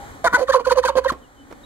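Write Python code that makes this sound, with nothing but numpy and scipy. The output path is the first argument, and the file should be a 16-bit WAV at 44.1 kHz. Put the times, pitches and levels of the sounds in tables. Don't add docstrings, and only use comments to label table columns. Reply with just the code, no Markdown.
import sys
import numpy as np
from scipy.fft import rfft, irfft
from scipy.io import wavfile
from scipy.ndimage import uniform_filter1d, minimum_filter1d

SR = 44100
rng = np.random.default_rng(int(sys.argv[2]) if len(sys.argv) > 2 else 0)


def file_out(sig):
    cols = np.atleast_2d(sig).T
    lim = np.clip(cols, -1, 1)
    pcm = np.round(lim * 32767).astype(np.int16)
    wavfile.write(sys.argv[1], SR, pcm)


N = 72765
T = np.arange(N) / SR
HZ = np.maximum(np.arange(N + 1) * SR / (2 * N), 1)
LEFT_ONLY = np.array([[1], [0]])
RASP_FOLLOWS = 0.99


def from_db(db):
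    return 10 ** (np.asarray(db) / 20)


def in_time(rows):
    times, *columns = np.transpose(rows)
    return [np.interp(T, times, column) for column in columns]


def at_hz(points, hz):
    frequencies, db = np.transpose(points)
    return np.interp(np.log(hz), np.log(frequencies), db)


def bump(hz, centre_hz, octaves):
    return np.exp(-(np.log2(hz / centre_hz) / octaves) ** 2)


def delay(seconds):
    return np.exp(-2j * np.pi * HZ * seconds)


def filtered(x, gain):
    return irfft(rfft(x, 2 * N) * gain, 2 * N)[..., :N]


def noise(gain):
    x = filtered(rng.standard_normal(N), gain)
    return x / x.std()


def wide_noise(gain, spread=1):
    return (noise(gain) + spread * np.array([noise(gain), noise(gain)])) / np.hypot(1, spread)


def drift(rate_hz):
    return noise(1 / (1 + (HZ / rate_hz) ** 2))


def turning(hz):
    return 2 * np.pi * np.cumsum(hz) / SR


def background():
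    air_colour = [(15, -33), (25, 4.5), (64, 1.5), (204, -7), (582, -5.5), (648, -10.5), (804, -3.5),
                  (945, -9), (1800, -11), (2700, -24.5), (3000, -21.5), (4150, -23), (5010, -30),
                  (6730, -23.5), (15500, -36.5)]
    air_levels = [(0, -39), (.1, -39), (.2, -42.5), (.7, -52), (1.2, -48.5), (1.32, -50.5), (1.45, -49),
                  (1.65, -46)]
    hum_levels = [(1.2, -53.5), (1.33, -62.5), (1.42, -50), (1.52, -48), (1.65, -52)]
    air = from_db(in_time(air_levels)[0]) * wide_noise(from_db(at_hz(air_colour, HZ)))
    air = filtered(air, delay(-0.000255 * LEFT_ONLY))
    hum = from_db(in_time(hum_levels)[0]) * wide_noise(bump(HZ, centre_hz=266.8, octaves=0.23))
    return air + hum


def birds():
    # start/s, length/s, start pitch/Hz, end pitch/Hz,
    # level/dB
    calls = [(-.04, 0.12, 777, 840, -39), (.91, 0.039, 3020, 3020, -56), (1.21, 0.068, 3240, 2680, -59.5),
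             (1.36, 0.088, 3060, 3000, -58), (1.632, 0.022, 3700, 3950, -49)]
    out = 0
    for start, length, start_hz, end_hz, db in calls:
        progress = np.clip((T - start) / length, 0, 1)
        pitch = start_hz + (end_hz - start_hz) * progress + 22 * drift(114)
        out += from_db(db) * np.sin(np.pi * progress) * np.sin(turning(pitch))
    return np.sqrt(2) * out


def yard_echoes(x):
    bounces = [(.021, -18.5), (.034, -17), (.047, -19)]
    dulling = [(150, -20), (500, -3.5), (750, -18), (1050, -3.5), (1500, -10.5), (2500, -2), (4000, -11.5),
               (12000, -16)]
    tail_s, tail_db = 0.49, -18
    tail = rng.standard_normal((2, N)) * from_db(-60 * T / tail_s) * (T > .008)
    tail *= from_db(tail_db) / np.sqrt(np.sum(tail ** 2) / 2)
    echoes = sum(from_db(db) * delay(seconds) for seconds, db in bounces)
    return filtered(x, (echoes + rfft(tail, 2 * N)) * from_db(at_hz(dulling, HZ)))


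def flaps():
    # t/s, level/dB, rise/s, fall/s, start of the treble cut/Hz
    slaps = [(.339, -24, 0.0083, 0.0082, 280), (0.599, -37.5, 0.0054, 0.0075, 500),
             (0.736, -36, .004, 0.0068, 280), (.965, -31.5, 0.0045, 0.004, 300),
             (1.122, -22, 0.0031, 0.0069, 510), (1.135, -42.5, .002, 0.028, 670),
             (1.514, -38.5, 0.0074, 0.0062, 1130), (1.526, -33.5, 0.0014, 0.0047, 1300)]
    bass_cut_hz = 184
    out = 0
    for peak_s, db, rise, fall, treble_cut_hz in slaps:
        colour = (1 / (1 + (HZ / treble_cut_hz) ** 2) + from_db(-44)) / (1 + (bass_cut_hz / HZ) ** 4)
        swell = np.exp(-np.abs(T - peak_s) / np.where(T < peak_s, rise, fall))
        out += from_db(db) * swell * wide_noise(colour, spread=0.65)
    return out * from_db([[-2], [1.5]])


def throb():
    levels = [(0.2, -71.5), (0.27, -43), (0.346, -51), (0.384, -47.5), (0.456, -57), (0.52, -40),
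              (0.614, -67), (0.67, -44), (1.13, -45.5), (1.25, -57)]
    pitch_hz, left_lag_rad = 62.6, 0.85
    level = from_db(in_time(levels)[0]) * np.interp(T, [.21, .25, 1.15, 1.24], [0, 1, 1, 0])
    phase = turning(pitch_hz * (1 + 0.016 * drift(8))) - left_lag_rad * LEFT_ONLY
    return np.sqrt(2) * level * np.sin(phase) * from_db([[1], [3.5]])


def rasp(phase, level):
    colour = [(100, -10.5), (200, 3), (500, -16), (800, -1), (1200, 16.5), (2200, 8.5), (2750, -12),
              (3050, 8.5), (3750, 0), (4450, 14), (5250, -7), (6200, 7), (8000, -5.5), (9300, -0.5),
              (15500, -17.5)]
    puffs = 1 + .85 * np.cos(phase)
    return level * puffs * wide_noise(from_db(at_hz(colour, HZ)))


def squeaks():
    # start/s, length/s, high pitch/Hz, middle pitch/Hz, low pitch/Hz, opening level/dB,
    # rough closing level/dB, first drop/share of length, second drop/share of length
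    whistles = [(0.474, 0.022, 1821, 1470, 1115, -34.5, -24.5, 0.36, 0.44),
                (0.52, 0.029, 1720, 1271, 1008, -24, -12.5, 0.43, 0.67),
                (0.648, 0.022, 1470, 1444, 1000, -26, -26.5, 0.1, 0.5),
                (0.692, 0.029, 1570, 1430, 952, -27, -15.5, 0.24, 0.58),
                (.826, .024, 1820, 1406, 985, -34.5, -18.5, .35, .53),
                (0.869, .031, 1553, 1402, 973, -22, -15.5, .35, .54),
                (1.038, 0.02, 1624, 1476, 976, -35, -21, 0.18, 0.47),
                (1.078, .032, 1828, 1428, 1092, -25.5, -14.5, 0.46, 0.73)]
    overtone_colour = [(1900, -27), (2900, -20), (3700, -13), (4400, -16), (5200, -32), (6300, -24),
                       (9000, -30)]
    edge_s, drop_s, sag_per_s = 0.018, 0.00129, 2.5
    pitch_wobble, flutter_db, rasp_db = .022, 1.5, -15.5
    out = 0
    for start, length, high_hz, middle_hz, low_hz, open_db, close_db, *drops in whistles:
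        age = np.clip(T - start, 0, length)
        first, second = (.5 + .5 * np.tanh((age - share * length) / drop_s) for share in drops)
        steps_hz = high_hz + first * (middle_hz - high_hz) + second * (low_hz - middle_hz)
        pitch = steps_hz * (1 - sag_per_s * (age - length / 2))
        phase = turning(pitch * (1 + pitch_wobble * drift(258)))
        inside_s = np.minimum(T - start, start + length - T)
        swell = np.sin(np.pi / 2 * np.clip(inside_s / edge_s + 0.39, 0, 1)) ** 2
        level = swell * from_db(open_db + (close_db - open_db) * (0.29 * first + 0.88 * second))
        overtones = sum(from_db(at_hz(overtone_colour, k * pitch)) * np.cos(k * phase)
                        for k in range(2, 7))
        voice = (np.cos(phase) + overtones * (1 - .5 * second)) * from_db(flutter_db * drift(140))
        mid_level = from_db((open_db + close_db) / 2)
        breath = from_db(rasp_db) * swell * mid_level ** RASP_FOLLOWS * (1 + .5 * first)
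        out += np.sqrt(2) * level * voice + rasp(phase, breath)
    return out


def hollow_notes():
    # peak t/s, rise/s, fall/s, pitch/Hz, sag/(Hz per s), level/dB,
    # relative overtone level/dB, relative rasp level/dB, roughness/(0 to 1)
    notes = [(0.397, .016, 0.021, 545.8, 502, -21.5, -4.5, -15.5, 0.78),
             (0.426, .016, 0.017, 508.7, 726, -16, -12, -21.5, 0.21),
             (0.501, .008, .011, 539, 1210, -12.5, -1, -18, 0.06),
             (.549, .005, .028, 540, 1900, -11.5, -1, -19, .04),
             (.603, .010, 0.018, 485, 505, -29.5, 6, -17, 0.44),
             (.674, 0.0061, 0.016, 515, 1216, -14, -4.5, -21, 0.11),
             (.722, .008, 0.013, 508, 1174, -12.5, -4.5, -13.5, 0.01),
             (0.76, .004, 0.0088, 580, 3000, -24, 3, -31, 0.21),
             (0.788, .017, 0.016, 514.7, 904, -12, -5.5, -19, 0.05),
             (.856, .007, 0.014, 512.6, 613, -17.5, 4.5, -9.5, .15),
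             (.899, .008, 0.013, 555, 1598, -20, 2, -27, 0.19),
             (.957, .003, 0.0076, 507.6, 4, -18.5, 0, -29, 0.67),
             (0.983, .016, 0.015, 519.5, 1401.5, -12.5, -3, -17.5, 0.16),
             (1.066, .009, 0.0091, 535.3, 797, -14, -2, -35.5, .08)]
    overtone_colour = [(900, -9.5), (1060, -6.5), (1350, -27), (1620, -16.5), (2100, -39), (2600, -23),
                       (3100, -28.5), (3750, -48), (4450, -26.5), (5200, -48), (6300, -38), (8000, -63)]
    pitch_wobble, flutter_db, fade_db_per_s = 0.0132, 5.58, 271
    growl_ratio, growl_db = 1.4, -7.5
    out = 0
    for peak_s, rise, fall, hz, sag, db, overtones_db, rasp_db, rough in notes:
        since_peak = T - peak_s
        swell = np.exp(-0.9 * np.abs(since_peak / np.where(T < peak_s, rise, fall)) ** 2.59)
        fade = from_db(-fade_db_per_s * np.clip(since_peak, 0, fall))
        pitch = hz - sag * np.clip(since_peak, -rise, 2 * fall)
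        phase = turning(pitch * (1 + (pitch_wobble + .08 * rough) * drift(216.6)))
        overtones = 0
        for k in range(2, 16):
            gain = from_db(at_hz(overtone_colour, k * pitch) + flutter_db * drift(110))
            overtones += gain * np.cos(k * phase + rng.uniform(0, 2 * np.pi))
        overtones *= from_db(overtones_db) * fade * swell ** 0.12
        growl_phase = turning(growl_ratio * pitch * (1 + 0.033 * drift(180)))
        growl = rough * from_db(growl_db) * np.cos(growl_phase)
        voice = (np.cos(phase) + growl + overtones) * (1 + .4 * rough * drift(180))
        breath = from_db(rasp_db) * fade * swell ** RASP_FOLLOWS
        out += from_db(db) * (np.sqrt(2) * swell * voice + rasp(phase, breath))
    return out


def barks():
    # t/s, pitch/Hz, level/dB, throat ring/Hz, stutter/(0 to 1)
    course = [(.240, 470, -52, 650, 1), (.244, 508, -11.5, 680, 1), (.260, 511.6, -10.5, 754, 1),
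              (.268, 497.6, -14, 1150, 0.5), (.281, 454.3, -13, 1405, 0), (.292, 425.2, -48, 1450, 1),
              (.317, 532, -57, 1100, 0.8), (.332, 478, -16.5, 1210, 0.65), (.340, 475, -17.5, 1220, 0.15),
              (.349, 506, -4.5, 1500, .02), (.362, 502, -14, 1250, 0.1), (.371, 433, -20, 880, 0),
              (.388, 530, -60, 950, 0.1), (.400, 550, -34, 778, 0.8)]
    colour = [(150, -14), (330, 13.5), (500, 2), (680, 6), (1000, 5.5), (1500, 6.5), (2250, -1.5),
              (2650, -21), (3050, -40), (3700, 0.5), (4400, -41), (5200, -16), (6300, -17), (9000, -19.5)]
    pitch_wobble, first_pulse_s = 0.023, .2426
    floor_db, lower_side_db, rasp_db = -10.5, -12.5, -18
    pitch, db, throat_hz, stutter = in_time(course)
    level = from_db(db) * (T > course[0][0]) * (T < course[-1][0])
    phase = turning(pitch * (1 + pitch_wobble * drift(160)))
    phase -= np.interp(first_pulse_s, T, phase)
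    voice, power = 0, 0
    for k in range(1, 55):
        multiple = k / 3
        ring = bump(multiple * pitch, throat_hz, octaves=0.44)
        gain = (ring + from_db(floor_db)) * from_db(at_hz(colour, multiple * pitch))
        if k % 3:
            gain *= np.clip(stutter, 0, 1) * (1 + .3 * drift(100))
        if k % 3 == 2:
            gain *= from_db(lower_side_db)
        voice += gain * np.cos(multiple * phase)
        power += gain ** 2 / 2
    return level * voice / np.sqrt(power) + rasp(phase, from_db(rasp_db) * level ** RASP_FOLLOWS)


def from_the_right(x, balance):
    ratio = from_db(at_hz(balance, HZ))
    sides = np.array([ratio * delay(0.0001), np.ones(N + 1)])
    return filtered(x, sides * 2 / (1 + ratio))


def scene():
    bark_balance = [(130, -12), (500, -10), (1000, -4.5), (1500, 4), (3100, 0), (6800, -6.5), (15000, -13)]
    run_balance = [(200, -2.5), (400, -15), (600, -9.5), (1100, -3.5), (2400, 4.5), (4400, -5.5),
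                   (8100, -1), (15000, -18.5)]
    opening = from_the_right(barks(), bark_balance)
    run = from_the_right(hollow_notes() + squeaks(), run_balance)
    turkey = opening + run + flaps()
    return turkey + yard_echoes(turkey) + throb() + birds() + background()


def record(dry):
    dip_db, dip_hz, cutoff_hz = -12, 2710, 15700
    ceiling, window = .95, int(.004 * SR)
    heard = filtered(dry, from_db(dip_db * bump(HZ, dip_hz, octaves=0.057)))
    allowed_gain = ceiling / np.maximum(np.abs(heard).max(axis=0), ceiling)
    smooth_gain = uniform_filter1d(minimum_filter1d(allowed_gain, size=window), size=window)
    return filtered(heard * smooth_gain, 1 / (1 + (HZ / cutoff_hz) ** 200))


dry = scene()
out = record(dry)
file_out(out)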